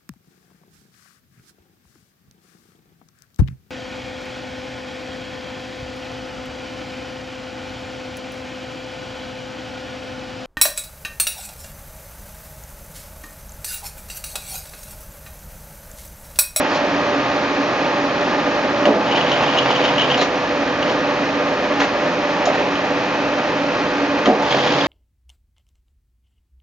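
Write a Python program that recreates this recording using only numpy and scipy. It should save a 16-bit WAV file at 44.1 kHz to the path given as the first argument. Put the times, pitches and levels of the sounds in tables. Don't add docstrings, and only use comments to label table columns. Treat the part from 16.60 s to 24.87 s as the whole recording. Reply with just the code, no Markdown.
import sys
import numpy as np
from scipy import signal
from scipy.fft import rfft, irfft, next_fast_len
from scipy.io import wavfile

SR = 44100
rng = np.random.default_rng(int(sys.argv[2]) if len(sys.argv) > 2 else 0)


def volts_from_db(level):
    exponent = np.asarray(level, float) / 20
    return 10 ** exponent


def to_wav(s):
    ch = np.atleast_2d(s).T
    pcm = np.round(np.clip(ch, -1, 1) * 32767)
    wavfile.write(sys.argv[1], SR, pcm.astype(np.int16))


N = 364699
T = np.arange(N) / SR

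DRIVE_HZ, GEAR_HZ = 16.6345, 35.768
# order, relative level before the traverse/dB, after/dB
DRIVE_ORDERS = [(3, -60, -58), (6, -59, -58), (7.5, -46, -48), (9, -50, -45), (10.5, -42, -42),
                (11.5, -46, -49), (12, -51, -52), (13.5, -41, -42), (20, -43, -45), (30, -42, -32),
                (31, -44, -40), (32, -52, -43), (33, -37, -44), (35, -30, -31.5), (36, -47, -36),
                (38, -41, -56), (42, -43, -44), (48, -41, -49), (51, -39, -48), (53, -44, -49),
                (56, -46, -45), (64, -46, -45), (65, -41, -54), (67, -44, -47), (69, -50, -47),
                (70, -44, -48), (75, -43, -51), (108, -47, -51), (154, -60, -51), (163, -54, -50),
                (188, -54, -50)]
# order, relative level before/dB, after/dB
GEAR_ORDERS = [(2, -59, -59), (3, -57, -61), (4, -49, -54), (8, -38, -37), (17, -38, -40), (23, -37, -39),
               (34, -36, -39), (38, -56, -50), (44, -51, -50), (46, -42, -49), (48, -60, -49),
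               (68, -44, -46), (87, -58, -53), (101, -59, -62), (115, -60, -60), (119, -60, -61),
               (136, -56, -58), (184, -63, -65)]
# f/Hz, relative level before/dB, after/dB
BEAT_TONES = [(274.5, -35, -42), (279.2, -35, -38), (283.5, -33, -32), (288.2, -37, -38), (300.4, -36, -35),
              (585.7, -34, -42), (593.9, -35, -43)]
LOADED_DB = -3.5
# t/s, place (0 before, 1 after)
TABLE_PLACE = [(2.4, 0.056), (3.6, 0.9)]
# f/Hz, width/Hz, relative level/dB
BODY_MODES = [(253, 26, -7), (286.3, 6.4, 2), (354, 75, -14.5), (409.5, 50, -7.5), (499, 22, -4),
              (593, 32, -8.5), (710, 74, -12), (757, 57, -12.5), (875, 36, -11), (916, 19, -12),
              (1053, 78, -14.5), (1219, 69, -23.5), (1348, 15, -13), (1656, 130, -18.5), (1847, 81, -15.5),
              (2545, 150, -17), (3110, 100, -25.5), (4130, 140, -27)]
HUM_DB, HUM_WAVER_DB = -26.5, -0.5
# f/Hz, relative density/dB per Hz
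GEAR_SPECTRUM = [(18, -63), (36, -27.5), (62, -19), (200, -10.5), (277, -3.5), (325, -4), (420, -6),
                 (460, -9), (505, -6.5), (580, -2), (666, -6), (820, -5), (964, -8.5), (1190, -10.5),
                 (1890, -11), (2070, -13.5), (2490, -15.5), (5860, -28), (7560, -40.5), (9830, -83),
                 (16600, -120)]
# level before the traverse/dB, after/dB
GEAR_NOISE_DB = (-22, -23)
FLUTTER_HZ = 60.1
# start/s, slowing begins/s, drone/dB, hiss/dB, chatter/dB, pitch of grind and chatter/Hz,
# fade between the screw's high spots/dB (negative: rise)
SLIDES = [(0.055, 0.167, -31.5, -33, -50, 2980, -4), (2.412, 3.615, -21.5, -38.5, -26.5, 3040, 4.5),
          (4.216, 4.306, -22, -38, -34, 3000, 1), (5.719, 6.077, -27, -54, -35, 2970, 2),
          (7.796, 8.4, -20.5, -32.5, -28, 3350, 2)]
# f/Hz, relative density/dB per Hz
SLIDE_SPECTRUM = [(60, -36), (100, -15), (137, 0), (180, -7.5), (400, 0), (700, 4.5), (900, 3.5),
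                  (1300, -6), (2300, -5.5), (3300, -10.5), (4000, -14), (5000, -17), (6000, -25.5),
                  (7000, -28.5), (7800, -37)]
RISE_S, FALL_S = 0.12, 0.031
SCREW_HZ, SCREW_AT_S = 7.6, 3.255
GRIND_DB, GRIND_WIDTH_HZ = -5.5, 890
# t/s, f/Hz, level/dB, length/s
SHORT_TONES = [(2.252, 583, -13, .045), (2.282, 495, -19, .025), (2.295, 420, -19, .045),
               (2.37, 860, -23, .075), (7.671, 265, -16, .05), (7.675, 738, -19, .075),
               (7.708, 465, -17, .05), (7.657, 590, -18, .035), (7.797, 870, -23.5, .08),
               (5.871, 700, -11, .007), (5.884, 680, -14, .008), (5.899, 650, -16, .006)]
# t/s, clack/dB, brightness/dB per octave, thump/dB, thump length/s
KNOCKS = [(2.2543, -21, -1.5, -12.5, 0.093), (7.658, -18.5, -2.5, -12.5, 0.1), (5.198, -28, 1, -30, .02),
          (5.2025, -17.5, -2, -24, .02), (5.216, -19, -4, -20, .03), (3.575, -22, 0, -20, .03),
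          (3.613, -19.5, 1, -19, .03), (3.621, -19, 0, -26, .02), (2.356, -43, -1, -17, 0.09),
          (4.298, -29, -2, -19, .03), (5.234, -25.5, 0, -24.5, 0.024), (5.855, -27, 7.5, -40, .02),
          (5.948, -27.5, -1, -21.5, .02), (7.796, -42, -1, -20.5, 0.022), (7.823, -30.5, 2, -17, 0.026),
          (7.942, -34.5, -1, -19, 0.041), (8.068, -26, -2, -19, 0.025)]
# f/Hz, relative level/dB
FRAME_MODES = [(215, 3), (285, 1), (345, -3), (385, -2), (430, -1), (505, 0), (585, 0), (650, -3), (740, 1),
               (820, -3), (890, -2), (990, -4), (1130, -6)]
# f/Hz, relative density/dB per Hz
CLACK_SPECTRUM = [(300, -20), (1000, 0), (2500, -3), (5000, -12), (7000, -17), (7800, -30)]
SHORT_S, SHORT_HZ, DEEPEN = 0.02, 750, 0.3
TICK_S = 5.8545
# f/Hz, level/dB, t60/s
TICK_MODES = [(5300, -31, .035), (6900, -30, .05)]
# t/s, relative level/dB, favoured f/Hz
STRIKES = [(2.254, -13, 2920), (2.47, -20.5, 2940), (2.512, -18, 3000), (2.5227, -15, 2920),
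           (2.559, -15, 2930), (2.572, -17, 3000), (2.587, -16.5, 2930), (2.61, -14, 2950),
           (2.665, -19, 2920), (2.682, -21, 2950), (2.716, -8.5, 2980), (2.727, -16.5, 3050),
           (2.737, -17, 2970), (2.752, -20.5, 3080), (2.776, -23, 3160), (2.813, -15.5, 2860),
           (2.836, -16.5, 3100), (2.882, -14.5, 2930), (2.9, -20.5, 2980), (2.937, -14.5, 3100),
           (2.963, -20, 2990), (2.975, -10.5, 2880), (2.986, -7, 2900), (3.02, -16.5, 2900),
           (3.031, -16.5, 2900), (3.11, -10.5, 2990), (3.12, -17, 3010), (3.152, -13.5, 3190),
           (3.161, -11.5, 3170), (3.178, -22.5, 3150), (3.226, -17, 3060), (3.24, -10.5, 3040),
           (3.2504, -8, 3040), (3.279, -15.5, 2960), (3.287, -14, 2940), (3.359, -20, 2960),
           (3.3808, -9, 3000), (3.396, -14, 3050), (3.41, -13.5, 2910), (3.418, -10.5, 2920),
           (3.439, -20, 3120), (3.5, -16.5, 3050), (3.5114, -12, 3110), (3.544, -10.5, 2960),
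           (4.227, -14.5, 2970), (4.295, -19, 3050), (5.996, -17.5, 3220), (6.155, -17.5, 3150),
           (7.657, -13.5, 3150), (7.829, -25.5, 3650), (7.908, -15, 3320), (7.922, -15, 3380),
           (7.936, -21.5, 3340), (7.957, -19.5, 3270), (7.9934, -18.5, 3220), (8.006, -14.5, 3220),
           (8.062, -17.5, 4000), (8.075, -14, 3400), (8.092, -17.5, 3310), (8.12, -18, 4000),
           (8.139, -17.5, 3160), (8.185, -19.5, 3300), (8.21, -13.5, 3400), (8.244, -17.5, 3310)]
# f/Hz, relative level/dB, t60/s
LOOSE_MODES = [(2860, -6, .04), (2945, 0, .045), (3050, -1, .045), (3150, -2, .04), (3270, -2, .04),
               (3420, -4, .04), (3600, -9, .035), (4000, -11, .04), (4370, -17, .03), (6340, -12, .03)]
DETUNE = .012
# f/Hz, level/dB
FEED_TONES = [(139, -38.5), (500, -31)]
SLOW_SHARE, SPIN_UP_S = .955, .2
# t/s, length/s, from f/Hz, to f/Hz, level/dB
SQUEAK = (3.57, .075, 3950, 4200, -28.5)
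# f/Hz, t60/s
SHOP_T60 = [(200, 0.11), (2000, 0.21), (7000, 0.18)]
# f/Hz, correlation
ALIKE = [(100, .997), (600, .995), (850, .97), (1200, .92), (1700, .84), (2400, .77), (3400, .66),
         (4700, .59), (6500, .7)]
# f/Hz, phase/rad
LEFT_LEAD = [(0, 0), (150, -.08), (270, -.18), (600, -.4), (1200, -.62), (1800, -.86), (3400, -.76),
             (4700, -.64), (6200, -.24)]
# f/Hz, level/dB
LEFT_LEVEL = [(100, -1.35), (1000, -1.45), (2500, -0.9), (5000, 1.3)]
# f/Hz, level/dB
OVERALL_TONE = [(700, -0.26), (1200, 1), (6500, 1), (7200, -2), (7600, -7.5), (7800, -15.5), (8000, -55)]


def unit(x):
    return x / np.sqrt(np.mean(x ** 2) + 1e-20)


def along(points, hz):
    f, v = np.transpose(points)
    return np.interp(np.log(hz + 1), np.log(f + 1), v)


def curves(rows):
    s, *cols = np.transpose(rows)
    return [np.interp(T, s, c) for c in cols]


def wobble(rate_hz, size=N):
    count = int(size / SR * rate_hz) + 2
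    return np.interp(T[:size] * rate_hz, np.arange(count), rng.standard_normal(count))


def filtered(x, response):
    m = next_fast_len(x.shape[-1] + SR // 2)
    spectrum = rfft(x, m) * response(np.fft.rfftfreq(m, 1 / SR))
    return irfft(spectrum, m)[..., :x.shape[-1]]


def resonant(modes):
    def response(f):
        total = 0
        for k, (centre, width, db) in enumerate(modes):
            damping = 1j * f * width
            total = total + (-1) ** k * volts_from_db(db) * damping / (centre * centre - f * f + damping)
        return total
    return response


def hiss(spectrum, size=N):
    return unit(filtered(rng.standard_normal(size), lambda hz: volts_from_db(along(spectrum, hz))))


def whine(shaft_hz, orders, waver_db, rate_hz):
    place, = curves(TABLE_PLACE)
    out = np.zeros(N)
    for order, before_db, after_db in orders:
        level = volts_from_db(before_db + (after_db - before_db) * place + waver_db * wobble(rate_hz))
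        phase = rng.uniform(0, 2 * np.pi)
        out += level * np.sqrt(2) * np.sin(2 * np.pi * order * shaft_hz * T + phase)
    return out


def speed(start_s, stop_s):
    u = np.clip(np.minimum((T - start_s) / RISE_S, 1 - (T - stop_s) / FALL_S), 0, 1)
    return u * u * (3 - 2 * u)


def running():
    place, = curves(TABLE_PLACE)
    pulse = np.cos(2 * np.pi * DRIVE_HZ * T)
    tones = whine(DRIVE_HZ, DRIVE_ORDERS, waver_db=2.2, rate_hz=8)
    tones += whine(GEAR_HZ, GEAR_ORDERS, waver_db=1.8, rate_hz=5)
    moving = sum(speed(*row[:2]) for row in SLIDES)
    tones += volts_from_db(-2.5 + LOADED_DB * moving) * whine(1, BEAT_TONES, waver_db=3.2, rate_hz=3.7)

    hum_db = HUM_DB + HUM_WAVER_DB * wobble(3.5)
    hum = unit(filtered(rng.standard_normal(N) * volts_from_db(0.79 * pulse), resonant(BODY_MODES)))

    before_db, after_db = GEAR_NOISE_DB
    gear_db = before_db + (after_db - before_db) * place
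    gears = hiss(GEAR_SPECTRUM) * volts_from_db(0.15 * wobble(2.7) + 0.49 * wobble(25))
    treble = filtered(gears, lambda hz: 1 / (1 + (3300 / (hz + 1)) ** 4))
    flutter = np.cos(2 * np.pi * FLUTTER_HZ * T)
    gears = (gears - treble) * volts_from_db(pulse) + treble * volts_from_db(flutter)
    return volts_from_db(0.5) * tones + volts_from_db(hum_db) * hum + volts_from_db(gear_db) * gears


def sliding():
    return sum(volts_from_db(np.array(row[2:4])[:, None]) * speed(*row[:2]) for row in SLIDES)


def chatter(row):
    start_s, stop_s, _, _, chatter_db, _, fade_db = row
    off_spot = np.sin(np.pi * SCREW_HZ * (T - SCREW_AT_S)) ** 2
    return volts_from_db(chatter_db - fade_db * off_spot) * speed(start_s, stop_s)


def feed():
    drone_gain, hiss_gain = sliding()
    grit = volts_from_db(.7 * wobble(12) + 1.4 * wobble(60) + 2.5 * wobble(400))
    slide = filtered(grit * rng.standard_normal(N), lambda hz: volts_from_db(along(SLIDE_SPECTRUM, hz)))
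    top = filtered(slide, lambda hz: 1 / (1 + (3700 / (hz + 1)) ** 8))
    grind = np.zeros(N)
    for row in SLIDES:
        if row[1] - row[0] > .5:
            resonance = resonant([(row[5], GRIND_WIDTH_HZ, 0)])
            noise = filtered(grit * rng.standard_normal(N), lambda hz: resonance(hz) ** 2)
            grind += chatter(row) * unit(noise)
    return drone_gain * unit(slide - top) + hiss_gain * unit(top) + volts_from_db(GRIND_DB) * grind


def knocks():
    out, t = np.zeros(N + SR), T[:SR // 3]
    size = len(t)
    for s, clack_db, bright_db, thump_db, thump_s in KNOCKS:
        centre_hz = SHORT_HZ * min(1, SHORT_S / thump_s) ** DEEPEN
        colour = [(hz, db + bright_db * np.log2(hz / 2000)) for hz, db in CLACK_SPECTRUM]
        decay = volts_from_db(-60 * t / .16) + .5 * volts_from_db(-60 * t / .025)
        clack = volts_from_db(clack_db) * decay * hiss(colour, size)
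        ring = np.zeros(size)
        for hz, db in FRAME_MODES:
            r, p = rng.standard_normal(2)
            level_db = db + 1.5 * r + 3 * wobble(80, size) - 5 * np.log2(hz / centre_hz) ** 2
            ring += volts_from_db(level_db) * np.sin(2 * np.pi * hz * t + 3 * p + 1.2 * wobble(50, size))
        swell = (1 - np.exp(-(t / (.08 * thump_s)) ** 2)) * np.exp(-(t / thump_s) ** 1.7)
        out[round(s * SR):][:size] += clack + volts_from_db(thump_db) * swell * unit(ring)
    for s, hz, db, length_s in SHORT_TONES:
        hold = np.sqrt(np.abs(np.sin(np.pi * np.minimum(t / length_s, 1))))
        level = volts_from_db(db + 2 * wobble(60, size)) * np.sqrt(2)
        out[round(s * SR):][:size] += level * hold * np.sin(2 * np.pi * hz * t + .6 * wobble(50, size))
    for hz, db, t60_s in TICK_MODES:
        level = volts_from_db(db - 60 * t / t60_s + 2 * wobble(300, size))
        out[round(TICK_S * SR):][:size] += level * np.sin(2 * np.pi * hz * t + wobble(600, size))
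    return out[:N]


def light_strikes():
    chatter_db = 20 * np.log10(sum(chatter(row) for row in SLIDES) + 1e-6)
    strikes = []
    for when, size, pitch in rng.uniform(size=(600, 3)):
        s = when * T[-1]
        nearest = min(SLIDES, key=lambda row: max(row[0] - s, s - row[1]))
        db = chatter_db[int(s * SR)] - 11 * size
        if db > -38:
            strikes.append((s, db, nearest[5] + 300 * (pitch - .5)))
    return strikes


def rattle():
    out, t = np.zeros(N + SR), T[:SR // 10]
    crack = hiss(CLACK_SPECTRUM)
    for s, db, best_hz in list(STRIKES) + light_strikes():
        ring = np.zeros(len(t))
        for hz, mode_db, t60_s in LOOSE_MODES:
            r, d, p = rng.standard_normal(3)
            weak_db = min(8, 900 * np.log2(hz / best_hz) ** 2)
            level = volts_from_db(mode_db + 2 * r - weak_db - 60 * t / t60_s)
            ring += level * np.sin(2 * np.pi * hz * (1 + DETUNE * d) * t + p)
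        ring = ring / np.abs(ring).max() * (1 - np.exp(-t / 0.00039))
        at = round(s * SR)
        snap = volts_from_db(-15 - 60 * t / 0.05) * np.resize(crack[at:], len(t))
        out[at:][:len(t)] += volts_from_db(db + 2.0) * (ring + snap)
    return out[:N]


def feed_drive():
    out = np.zeros(N)
    for start_s, stop_s, *_ in SLIDES:
        if stop_s - start_s > .5:
            share = 1 - (1 - SLOW_SHARE) * np.exp(-np.maximum(T - start_s, 0) / SPIN_UP_S)
            turned_s = np.cumsum(share) / SR
            gain = speed(start_s, stop_s)
            for hz, db in FEED_TONES:
                level = volts_from_db(db + 3 * wobble(8)) * np.sqrt(2)
                out += gain * level * np.sin(2 * np.pi * hz * turned_s + wobble(6))
    return out


def squeak():
    s, length_s, from_hz, to_hz, db = SQUEAK
    u = np.clip((T - s) / length_s, 0, 1)
    hz = from_hz + (to_hz - from_hz) * u + 200 * wobble(400)
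    swell = np.abs(np.sin(np.pi * u))
    return volts_from_db(db + 3 * wobble(120)) * swell * np.sin(2 * np.pi * np.cumsum(hz) / SR)


def shop(x):
    hz, t, z = signal.stft(rng.standard_normal(SR // 2), SR, nperseg=256)
    decay = volts_from_db(-60 * t / along(SHOP_T60, hz)[:, None])
    tail = signal.istft(z * decay, SR, nperseg=256)[1]
    return signal.fftconvolve(x, tail / np.linalg.norm(tail))[:N]


def scene():
    hits = rattle() + knocks() + squeak()
    machine = running() + feed_drive()
    near = machine + feed() + hits + volts_from_db(-10.0) * shop(hits)
    far = np.roll(machine, SR // 4) + feed() + shop(hits)

    def split(hz):
        turn = np.arccos(np.clip(along(ALIKE, hz), -1, 1)) / 2
        return np.array([np.cos(turn), np.sin(turn)])

    mid, side = filtered(np.array([near, far]), split)
    half = np.array([[.5], [-.5]])

    def balance(hz):
        return volts_from_db(half * along(LEFT_LEVEL, hz)) * np.exp(1j * half * along(LEFT_LEAD, hz))

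    return filtered(np.array([mid + side, mid - side]), balance)


def roll_off(x):
    return signal.sosfilt(signal.butter(12, 7710, fs=SR, output="sos"), x)


def record(dry):
    keep = np.exp(-1 / (.12 * SR))
    power = signal.lfilter([1 - keep], [1, -keep], np.mean(dry ** 2, axis=0))
    ducked = dry * (1 + power / volts_from_db(-13.5) ** 2) ** -.4 * volts_from_db(1.0)
    rounded = ducked / (1 + np.abs(ducked / .88) ** 5) ** (1 / 5)
    mix = filtered(rounded, lambda hz: volts_from_db(along(OVERALL_TONE, hz)))
    return roll_off(mix)


dry = scene()
out = record(dry)
to_wav(out)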